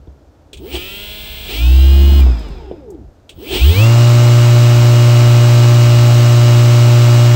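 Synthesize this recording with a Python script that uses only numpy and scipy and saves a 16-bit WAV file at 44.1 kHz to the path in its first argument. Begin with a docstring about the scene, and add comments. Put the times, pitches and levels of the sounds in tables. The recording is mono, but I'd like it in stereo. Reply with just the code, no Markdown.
"""At a workbench, close on a stereo pair: an electric hub motor spins a lifted wheel through two steps of
throttle, a coast to rest, then full speed. The rotor shakes the bench with a deep hum, magnetic ripple
whines in the housing, the commutation rasps and the controller's switching tone whistles at the top,
with sidebands that follow the speed. Bearings and tyre rush, the stand rattles and the frame knocks,
all over low room tone."""
import sys
import numpy as np
from scipy import signal
from scipy.fft import rfft, irfft, next_fast_len
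from scipy.io import wavfile

SR = 44100
rng = np.random.default_rng(int(sys.argv[2]) if len(sys.argv) > 2 else 0)


def store_wav(level_fs):
    """Save 16-bit WAV to argv[1]."""
    pcm = np.round(np.clip(np.atleast_2d(level_fs), -1, 1) * 32767)
    wavfile.write(sys.argv[1], SR, pcm.T.astype(np.int16))


N = 324135

FULL_HZ = 119.35  # top speed; `speed` is the electrical rate in Hz, `turn` counts its cycles
# phase by which the left microphone leads the right: f/Hz, lead/rad
MIC_LEAD = [(30, -.1), (65, -.2), (119, -.3), (300, -.6), (600, -1.4), (1200, -1.6), (2800, -2.2),
            (5000, -1.5), (15000, -1.6)]
# spans in which the controller drives the windings: on t/s, off t/s
THROTTLE_SPANS = [(.53, 2.2), (3.29, 7.5)]
# spectrum of the bench's lowest mode: f/Hz, level/dB
BENCH_SPECTRUM = [(20, -31), (45, -14), (58, -4.5), (66, 2.5), (80, -22), (130, -14.5), (250, -31),
                  (1000, -92)]


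def from_db(db):
    """Decibels as amplitude gain."""
    return 10 ** (np.asarray(db) / 20)


def rms_one(x):
    """The signal scaled to rms 1."""
    return x / np.sqrt(np.mean(x ** 2) + 1e-20)


def at_hz(points, hz):
    """A curve read off straight lines over log frequency."""
    knots, values = np.transpose(points)
    return np.interp(np.log(hz + 1e-3), np.log(knots), values)


def resonance(hz, centre_hz, half_width_hz):
    """Gain of a resonance, 1 on top."""
    return 1 / (1 + ((hz - centre_hz) / half_width_hz) ** 2)


def drift(rate_hz):
    """A slow random wander through points of spread 1."""
    count = int(N / SR * rate_hz * 2) + 3
    return np.interp(np.linspace(0, count - 1, N), np.arange(count), rng.standard_normal(count))


def white():
    """Two unrelated white noises."""
    return rng.standard_normal((2, N))


def coloured(pair, colour):
    """Two unrelated signals become one sound at the microphones, shaped by a spectrum; rms 1."""
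    # how alike the two microphones sound: f/Hz, coherence/0-1
    coherence = [(100, 0.86), (300, 1), (700, 0.25), (1500, 0.9), (3000, 0.38), (6000, 0.053), (15000, .2)]
    # balance of the pair: f/Hz, left over right/dB
    balance = [(100, 1.5), (300, 0), (700, -3), (1500, -1), (3000, -1), (4500, -3.5), (6000, -4),
               (7600, 1.5), (10000, -.5), (13500, 4), (15500, 2)]
    size = next_fast_len(N + 4096)
    hz = np.arange(size // 2 + 1) * SR / size
    mid, side = rfft(pair, size)
    alike, sides = np.clip(at_hz(coherence, hz), 0, 1), np.array([[1], [-1]])
    both = np.sqrt(1 + alike) * mid + np.sqrt(1 - alike) * side * sides
    both *= from_db(at_hz(colour, hz) + sides * at_hz(balance, hz) / 2)
    both *= np.exp(.5j * sides * at_hz(MIC_LEAD, hz))
    return rms_one(irfft(both, size)[:, :N])


def tone(cycles, hz, pan_db):
    """A sine of rms 1 as the two microphones hear it; positive pan is left."""
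    sides = np.array([[1], [-1]])
    angle = 2 * np.pi * (cycles % 1) + sides * at_hz(MIC_LEAD, hz) / 2
    return np.sqrt(2) * rms_one(from_db(sides * pan_db / 2)) * np.sin(angle.astype(np.float32))


def blows(events, colour, crack_t60, tail_t60, tail_db, level_db):
    """Each blow is a short crack into many close modes, then a weaker tail in the room."""
    envelope = np.zeros(N)
    for start, db in events:
        age = np.arange(N - round(start * SR)) / SR
        crack = from_db(-60 * np.minimum(age / crack_t60, 5))
        tail = from_db(tail_db - 60 * np.minimum(age / tail_t60, 5))
        attack = np.minimum(age / 0.0014, 1)
        envelope[N - len(age):] += from_db(db + level_db) * (crack + tail) * attack
    return envelope * coloured(white(), colour)


def room_tone(level_db=-45.5):
    """The steady, low background of the room."""
    # spectrum of the room: f/Hz, level/dB
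    spectrum = [(18, -33), (30, -13), (69, 2.5), (182, -18), (299, -9), (389, -15), (622, -11.5),
                (673, -14.5), (1080, -24), (1360, -24.5), (2070, -32.5), (6890, -39.5), (10700, -51.5),
                (13300, -47), (15500, -55)]
    return from_db(level_db) * coloured(white(), spectrum)


def bench_bumps():
    """Soft bumps ring the bench's lowest mode."""
    # bumps: t/s, relative level/dB
    bumps = [(0.0, -40), (0.08, -36), (2.5, -23.5)]
    return blows(bumps, BENCH_SPECTRUM, crack_t60=0.21, tail_t60=.5, tail_db=-13, level_db=1)


def frame_knocks():
    """The frame gives short, dull knocks."""
    # knocks: t/s, relative level/dB
    knocks = [(0.073, -34.5), (0.204, -50), (2.263, -19.5), (2.469, -35), (2.712, -19.5), (2.946, -39)]
    # spectrum of the knocked frame: f/Hz, level/dB
    spectrum = [(88, -39), (150, -9), (415, -3), (782, -12), (1450, -50), (1620, -35), (2070, -51),
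                (3440, -30), (6000, -67), (7800, -90), (13200, -120)]
    return blows(knocks, spectrum, crack_t60=0.019, tail_t60=0.25, tail_db=-14, level_db=3)


def current_snaps():
    """The motor snaps as it takes up current."""
    # snaps: t/s, relative level/dB
    snaps = [(0.5304, -26.5), (0.5706, -36), (3.2917, -28.5)]
    # spectrum of a snap: f/Hz, level/dB
    spectrum = [(120, -50), (200, -24), (383, 2), (570, -17), (1150, -32), (1490, -24), (1980, -24),
                (2380, -9), (3350, -4.5), (5070, -23), (8720, -17.5), (10500, -39), (15000, -30)]
    return blows(snaps, spectrum, crack_t60=0.095, tail_t60=0.16, tail_db=-7.5, level_db=-3)


def rotor_speed():
    """The rotor heads for each new speed at a steady rate, then eases in over the last stretch."""
    # speed changes: t/s, target f/Hz, acceleration/(Hz per s), last stretch/Hz, settling time/s
    steps = [(.536, 35.83, 135, 9.2, .174), (1.481, 70.14, 202, 15.1, .173), (2.178, 0, 73, 0, 0),
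             (3.335, 30, 178, 0, 0), (3.497, 119.35, 251, 6.7, .07)]
    t, speed = np.arange(N) / SR, np.zeros(N)
    for start, target, rate, stretch, settle_s in steps:
        gap, age = target - speed[round(start * SR)], t - start
        easing_s = age - (abs(gap) - stretch) / rate
        eased = stretch * np.exp(-np.maximum(easing_s, 0) / (settle_s + 1e-9))
        remaining = np.where(easing_s < 0, abs(gap) - rate * age, eased)
        speed = np.where(age < 0, speed, target - np.sign(gap) * remaining)
    return np.maximum(speed, 0)


def driven():
    """1 under throttle, 0 while the wheel runs free."""
    t = np.arange(N) / SR
    return sum(np.clip(np.minimum(t - on, off - t) / 0.02 + .5, 0, 1) for on, off in THROTTLE_SPANS)


def torque(speed, lag_s=0.042, full_load_hz_per_s=200):
    """Acceleration as a share of full load, a little late; negative while the wheel slows."""
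    pole = np.exp(-1 / (lag_s * SR))
    return signal.lfilter([1 - pole], [1, -pole], np.gradient(speed) * SR / full_load_hz_per_s)


def current(speed, onset_power, load_db, soft_start_s=0.28, release_s=.03):
    """Gain of a sound made by the current: it swells softly, is louder under load and dies quickly."""
    t, flow = np.arange(N) / SR, 0
    for on, off in THROTTLE_SPANS:
        swell = np.clip((t - on) / soft_start_s, 0, 1) ** onset_power
        flow += swell * np.exp(-np.maximum(t - off, 0) / release_s)
    return flow * from_db(load_db * np.maximum(torque(speed), 0))


def chopping(speed, fade_hz=14):
    """1 at part throttle, 0 at full speed, where the controller hardly chops the current."""
    return np.clip((FULL_HZ - speed) / fade_hz, 0, 1)


def judder():
    """Gain of the motor's short shudder as each step of throttle bites."""
    # shudders: t/s, half length/s, relative level/dB
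    shudders = [(.755, 0.025, 0.5), (1.505, 0.051, -9.5), (3.554, 0.043, 4)]
    t = np.arange(N) / SR
    return sum(from_db(db) * np.exp(-np.minimum(((t - centre) / half_s) ** 2, 50))
               for centre, half_s, db in shudders)


def chatter(turn, tick_gain, throb, count=30):
    """Ticks at fixed rotor angles repeat every cycle in the housing, over hiss that throbs in step."""
    ticks = np.zeros((2, N))
    for channel in ticks:
        for angle, sign in zip(rng.random(count), rng.choice([-1, 1], count)):
            at = np.flatnonzero(np.diff(np.floor(turn + angle)) > 0)
            step = turn[at + 1] - turn[at]
            overshoot = ((turn[at + 1] + angle) % 1) / step  # shares the tick between two samples
            size = sign / np.sqrt(step + 1e-4)
            channel[at] += size * overshoot
            channel[at + 1] += size * (1 - overshoot)
    # the shell passes only the treble of the ticks, and its dispersion spreads each over a few ms
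    hz = np.arange(N + 1) * SR / (2 * N)
    shell = np.exp(-1j * np.pi * (hz / 1100) ** 2) / np.sqrt(1 + (1500 / (hz + 1)) ** 6)
    ticks = irfft(rfft(ticks, 2 * N) * shell, 2 * N)[:, :N]
    pulsing = 1 + throb * (np.cos(2 * np.pi * turn) + np.cos(4 * np.pi * turn))
    return tick_gain * rms_one(ticks) + rms_one(pulsing * white())


def cogging_groan(speed, turn, level_db=-27, roughness=0.35, flutter_db=3):
    """At a crawl, speeding up or slowing, the cogging orders ring the bench and the frame in turn."""
    # cogging: order, relative level/dB
    cogging = [(9, -8), (12, -4), (24, 0), (36, -9)]
    frame, excitation = 0, 0
    for order, db in cogging:
        hz = order * speed
        gain = from_db(level_db + db) * (resonance(hz, 380, 85) + from_db(-15) * resonance(hz, 880, 90))
        frame += gain * tone(order * turn, hz, pan_db=5.5) * from_db(flutter_db * drift(35))
        excitation += gain
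    bench = from_db(-31) * resonance(12 * speed, 62, 30) * tone(12 * turn, 12 * speed, pan_db=1.4)
    strain = np.sqrt(np.abs(torque(speed))) * np.clip(speed / 4, 0, 1)
    # f/Hz, level/dB
    scrape_spectrum = [(100, -20), (250, -4), (380, 15), (550, -4.5), (900, -2), (1300, -58), (4000, -54)]
    scrape_gain = roughness * strain * excitation + from_db(-26) * judder()
    return strain * (frame + bench) + scrape_gain * coloured(white(), scrape_spectrum)


def bench_hum(speed, turn, waver_db=0.2):
    """The rotor shakes the bench once a cycle; the bench's own low mode rumbles along."""
    # how strongly the bench hums at each speed: f/Hz, level/dB
    response = [(20, -62), (35, -42), (44, -31), (52, -25), (57, -15.5), (60, -7.5), (65, -4.5), (70, -5.5),
                (81, -3.5), (91, -19), (101, -7), (119, -6)]
    shake = from_db(at_hz(response, speed) + waver_db * drift(7)) * tone(turn, speed, pan_db=1.3)
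    rumble_gain = from_db(-37) * (speed / FULL_HZ) ** 0.15 + from_db(-32) * judder()
    return shake * np.clip(speed / 20, 0, 1) + rumble_gain * coloured(white(), BENCH_SPECTRUM)


def ripple_whine(speed, turn):
    """Each order of the magnetic ripple swells as it sweeps through a resonance of the housing."""
    # ripple, six commutations a cycle: order, relative level/dB, left over right/dB
    ripple = [(6, 0, -3), (12, 4, -3), (18, -3, -4), (24, 3, -4), (30, -7, -1), (36, -11, 0), (42, 1.5, -9),
              (48, -2, -3), (54, -9, -3), (60, 2, -2), (66, -7, 2), (72, -11, 0), (78, -3, 2), (84, -1, 5),
              (90, -8, 0), (96, 2, 0), (102, -2, 0), (114, -5, -3), (120, -6, -5)]
    # response of the housing: f/Hz, level/dB
    housing = [(40, -70), (200, -46), (430, -41), (600, -42), (715, -37), (790, -47), (1250, -44),
               (1430, -42), (1510, -49), (1660, -41), (1850, -46), (2100, -38), (2400, -25), (2700, -26),
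               (2870, -29.5), (3400, -29.5), (3700, -33), (4150, -34), (5000, -47), (7200, -51),
               (10000, -62), (15000, -64)]
    whine, throttle = 0, driven()
    waver_db = 1.8 + 2 * (1 - throttle)
    for order, db, pan_db in ripple:
        gain = from_db(db + at_hz(housing, order * speed) + waver_db * drift(26))
        if order in (12, 24):  # the cogging orders grow with speed
            gain *= (speed / FULL_HZ) ** .8
        if order >= 42:  # the high orders come mostly from the current and fade when it stops
            gain *= 0.12 + 0.56 * throttle
        # the shell delays each order differently, so they sing rather than click
        whine += gain * tone(order * turn + rng.random(), order * speed, pan_db)
    powered = from_db(-1) * current(speed, onset_power=2, load_db=5.5) * (speed / FULL_HZ) ** .2
    coasting = from_db(-4) * (1 - throttle) * np.clip(speed / 50, 0, 1) ** 3
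    return whine * (powered + coasting)


def commutation_rasp(speed, turn, scrape_peak_hz=69):
    """Chopped current rattles the housing near 3 kHz; a light scrape peaks at middling speed."""
    # spectrum of the rattling housing: f/Hz, level/dB
    rasp_spectrum = [(1000, -31), (1900, -14), (2300, -9), (3100, 2), (3700, -6.5), (4600, -11.5),
                     (6500, -20.5), (7800, -18.5), (8100, -10), (8400, -15.5), (10000, -29), (12000, -40)]
    # spectrum of the scrape: f/Hz, level/dB
    scrape_spectrum = [(2600, -35), (3200, -3), (3450, 2), (3800, 1), (4200, -9), (4700, -7), (5050, 5.5),
                       (5400, -10), (7000, -47)]
    chopped = from_db(-32.5) * current(speed, onset_power=2.28, load_db=7) * chopping(speed)
    rasp = coloured(chatter(turn, tick_gain=1.5, throb=.1, count=40), rasp_spectrum)
    scrape_gain = from_db(-38) * np.minimum(speed / scrape_peak_hz, scrape_peak_hz / (speed + 1)) ** 2.9
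    return (chopped + from_db(-27) * judder()) * rasp + scrape_gain * coloured(white(), scrape_spectrum)


def switching_whistle(speed, turn, carrier_hz=15651, level_db=-42, full_speed_db=-5, fall_db=8):
    """The controller's carrier, with sidebands below it at multiples of three times the electrical rate."""
    # spectrum of the hiss at part throttle: f/Hz, level/dB
    hiss_spectrum = [(9000, -60), (11500, -27), (13000, -7), (14500, -3), (15400, -2), (15700, -9),
                     (15900, -35)]
    part_throttle = chopping(speed)
    carrier_cycles = carrier_hz * np.arange(N) / SR
    whistle = from_db(4.5) * tone(carrier_cycles, carrier_hz, pan_db=4.5)
    for k, order in enumerate((3, 6, 12, 18, 24, 30, 36)):
        db = -11 if k == 0 else -5 + 6 * part_throttle - fall_db * (k - 1)
        sideband = tone(carrier_cycles - order * turn, carrier_hz, pan_db=10)
        whistle += from_db(db + 2 * drift(15)) * sideband
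    hiss = from_db(-0.5) * part_throttle * coloured(chatter(turn, tick_gain=0.78, throb=.3), hiss_spectrum)
    gain = from_db(level_db + full_speed_db * (1 - part_throttle))
    return gain * current(speed, onset_power=1.9, load_db=6) * (whistle + hiss)


def wheel_rush(speed, turn, dull_hz=1800, level_db=-20):
    """Bearings and tyre rush; the level rises and the treble opens up with speed."""
    # spectrum of the rush at full speed: f/Hz, level/dB
    spectrum = [(30, -6.5), (130, 0.5), (200, -3.5), (400, -2), (850, 2), (1100, -4.5), (1450, -3),
                (2000, -4), (2600, -1.5), (3600, -7.5), (4400, -6), (6800, -10), (7700, -9.5), (9000, -20),
                (10500, -29), (11700, -27), (13500, -16.5), (15600, -24.5)]
    bright = coloured(chatter(turn, tick_gain=0.4, throb=0.15), spectrum)
    lowpass = signal.butter(2, dull_hz, fs=SR, output="sos")
    forward = signal.sosfilt(lowpass, bright)
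    dull = signal.sosfilt(lowpass, forward[:, ::-1])[:, ::-1]  # both ways, to stay in phase
    opening = np.clip(speed / FULL_HZ, 0, 1) ** 1.5
    gain = from_db(level_db) * (speed / FULL_HZ) ** 1.98 + from_db(-31) * judder()
    return gain * (dull + opening * (bright - dull))


def magnet_buzz(speed, turn, waver_db=0.75, coast_db=-10):
    """Uneven magnetic pull adds orders between those of the ripple, growing with speed and drive."""
    # buzz: order, level at full speed/dB, left over right/dB, growth/(dB per doubling of speed)
    orders = [(2, -28, -1, 5), (2.5, -33, 0, 20), (3, -25, -1, 18), (4, -37, 4, 6), (5, -23, -8, 4),
              (7, -39, -6, 15), (8, -41, 0, 13), (9, -33, -7, 14), (9.5, -39, -1, 20), (10, -34, 2, 16),
              (11, -35, -3, 16), (21, -42, -2, 16), (23, -46, -4, 14), (25, -46, 5, 14), (27, -41, 0, 14),
              (33, -44, -8, 14), (37, -44, -8, 14)]
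    # low modes that single orders meet: order, f/Hz, half width/Hz, relative level/dB
    low_modes = [(2, 121, 6, 7), (3, 208, 4, 10)]
    buzz, octaves = 0, np.log2(speed / FULL_HZ + 1e-6)
    drive = from_db(coast_db * (1 - driven())) * np.clip(speed / 69, 0, 1) ** 4.7
    for order, db, pan_db, growth_db in orders:
        gain = from_db(db + growth_db * octaves + waver_db * drift(16))
        ringing = sum(from_db(mode_db) * resonance(order * speed, hz, half_width)
                      for mode_order, hz, half_width, mode_db in low_modes if mode_order == order)
        buzz += gain * (drive + ringing) * tone(order * turn + rng.random(), order * speed, pan_db)
    return buzz


def stand_rattle(turn):
    """Loose contacts of the stand, knocked on every cycle while the wheel shakes it."""
    # swell and fade of the rattle: t/s, level/dB
    swell = [(1.4, -90), (1.65, -38), (2.2, -24.5), (2.3, -29), (2.6, -43.5), (2.8, -90)]
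    # f/Hz, level/dB
    spectrum = [(70, -28), (130, 1.5), (250, 4.5), (380, -1.0), (520, -15.5), (900, -9), (1400, -16.5),
                (2200, -29), (5000, -54)]
    gain = from_db(np.interp(np.arange(N) / SR, *np.transpose(swell)))
    return gain * coloured(chatter(turn, tick_gain=0.27, throb=0.4), spectrum)


def coasting_ticks():
    """Light, bright ticks as the wheel slows."""
    # ticks: t/s, relative level/dB
    ticks = [(2.2009, -29), (2.392, -38), (2.4844, -44), (2.903, -38)]
    # spectrum of a tick: f/Hz, level/dB
    spectrum = [(3000, -25), (6000, -3), (8000, 2), (10500, -12), (12500, -5), (15000, -12)]
    return blows(ticks, spectrum, crack_t60=0.034, tail_t60=.12, tail_db=-9, level_db=-6.5)


def scene():
    """Motor, stand, bench and room as they reach the pair."""
    speed = rotor_speed()
    turn = np.cumsum(speed * (1 + 0.00032 * drift(20))) / SR
    motor = bench_hum(speed, turn) + ripple_whine(speed, turn)
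    motor += magnet_buzz(speed, turn) + cogging_groan(speed, turn)
    noise = commutation_rasp(speed, turn) + wheel_rush(speed, turn) + stand_rattle(turn)
    impacts = current_snaps() + frame_knocks() + coasting_ticks() + bench_bumps()
    return motor + noise + impacts + room_tone() + switching_whistle(speed, turn)


def record(dry):
    """The loudest peaks flatten at full scale, and the top is cut at 15.9 kHz."""
    lowpass = signal.ellip(12, .1, 80, 15900, fs=SR, output="sos")
    return signal.sosfilt(lowpass, np.clip(dry, -1, 1))


dry = scene()
out = record(dry)
store_wav(out)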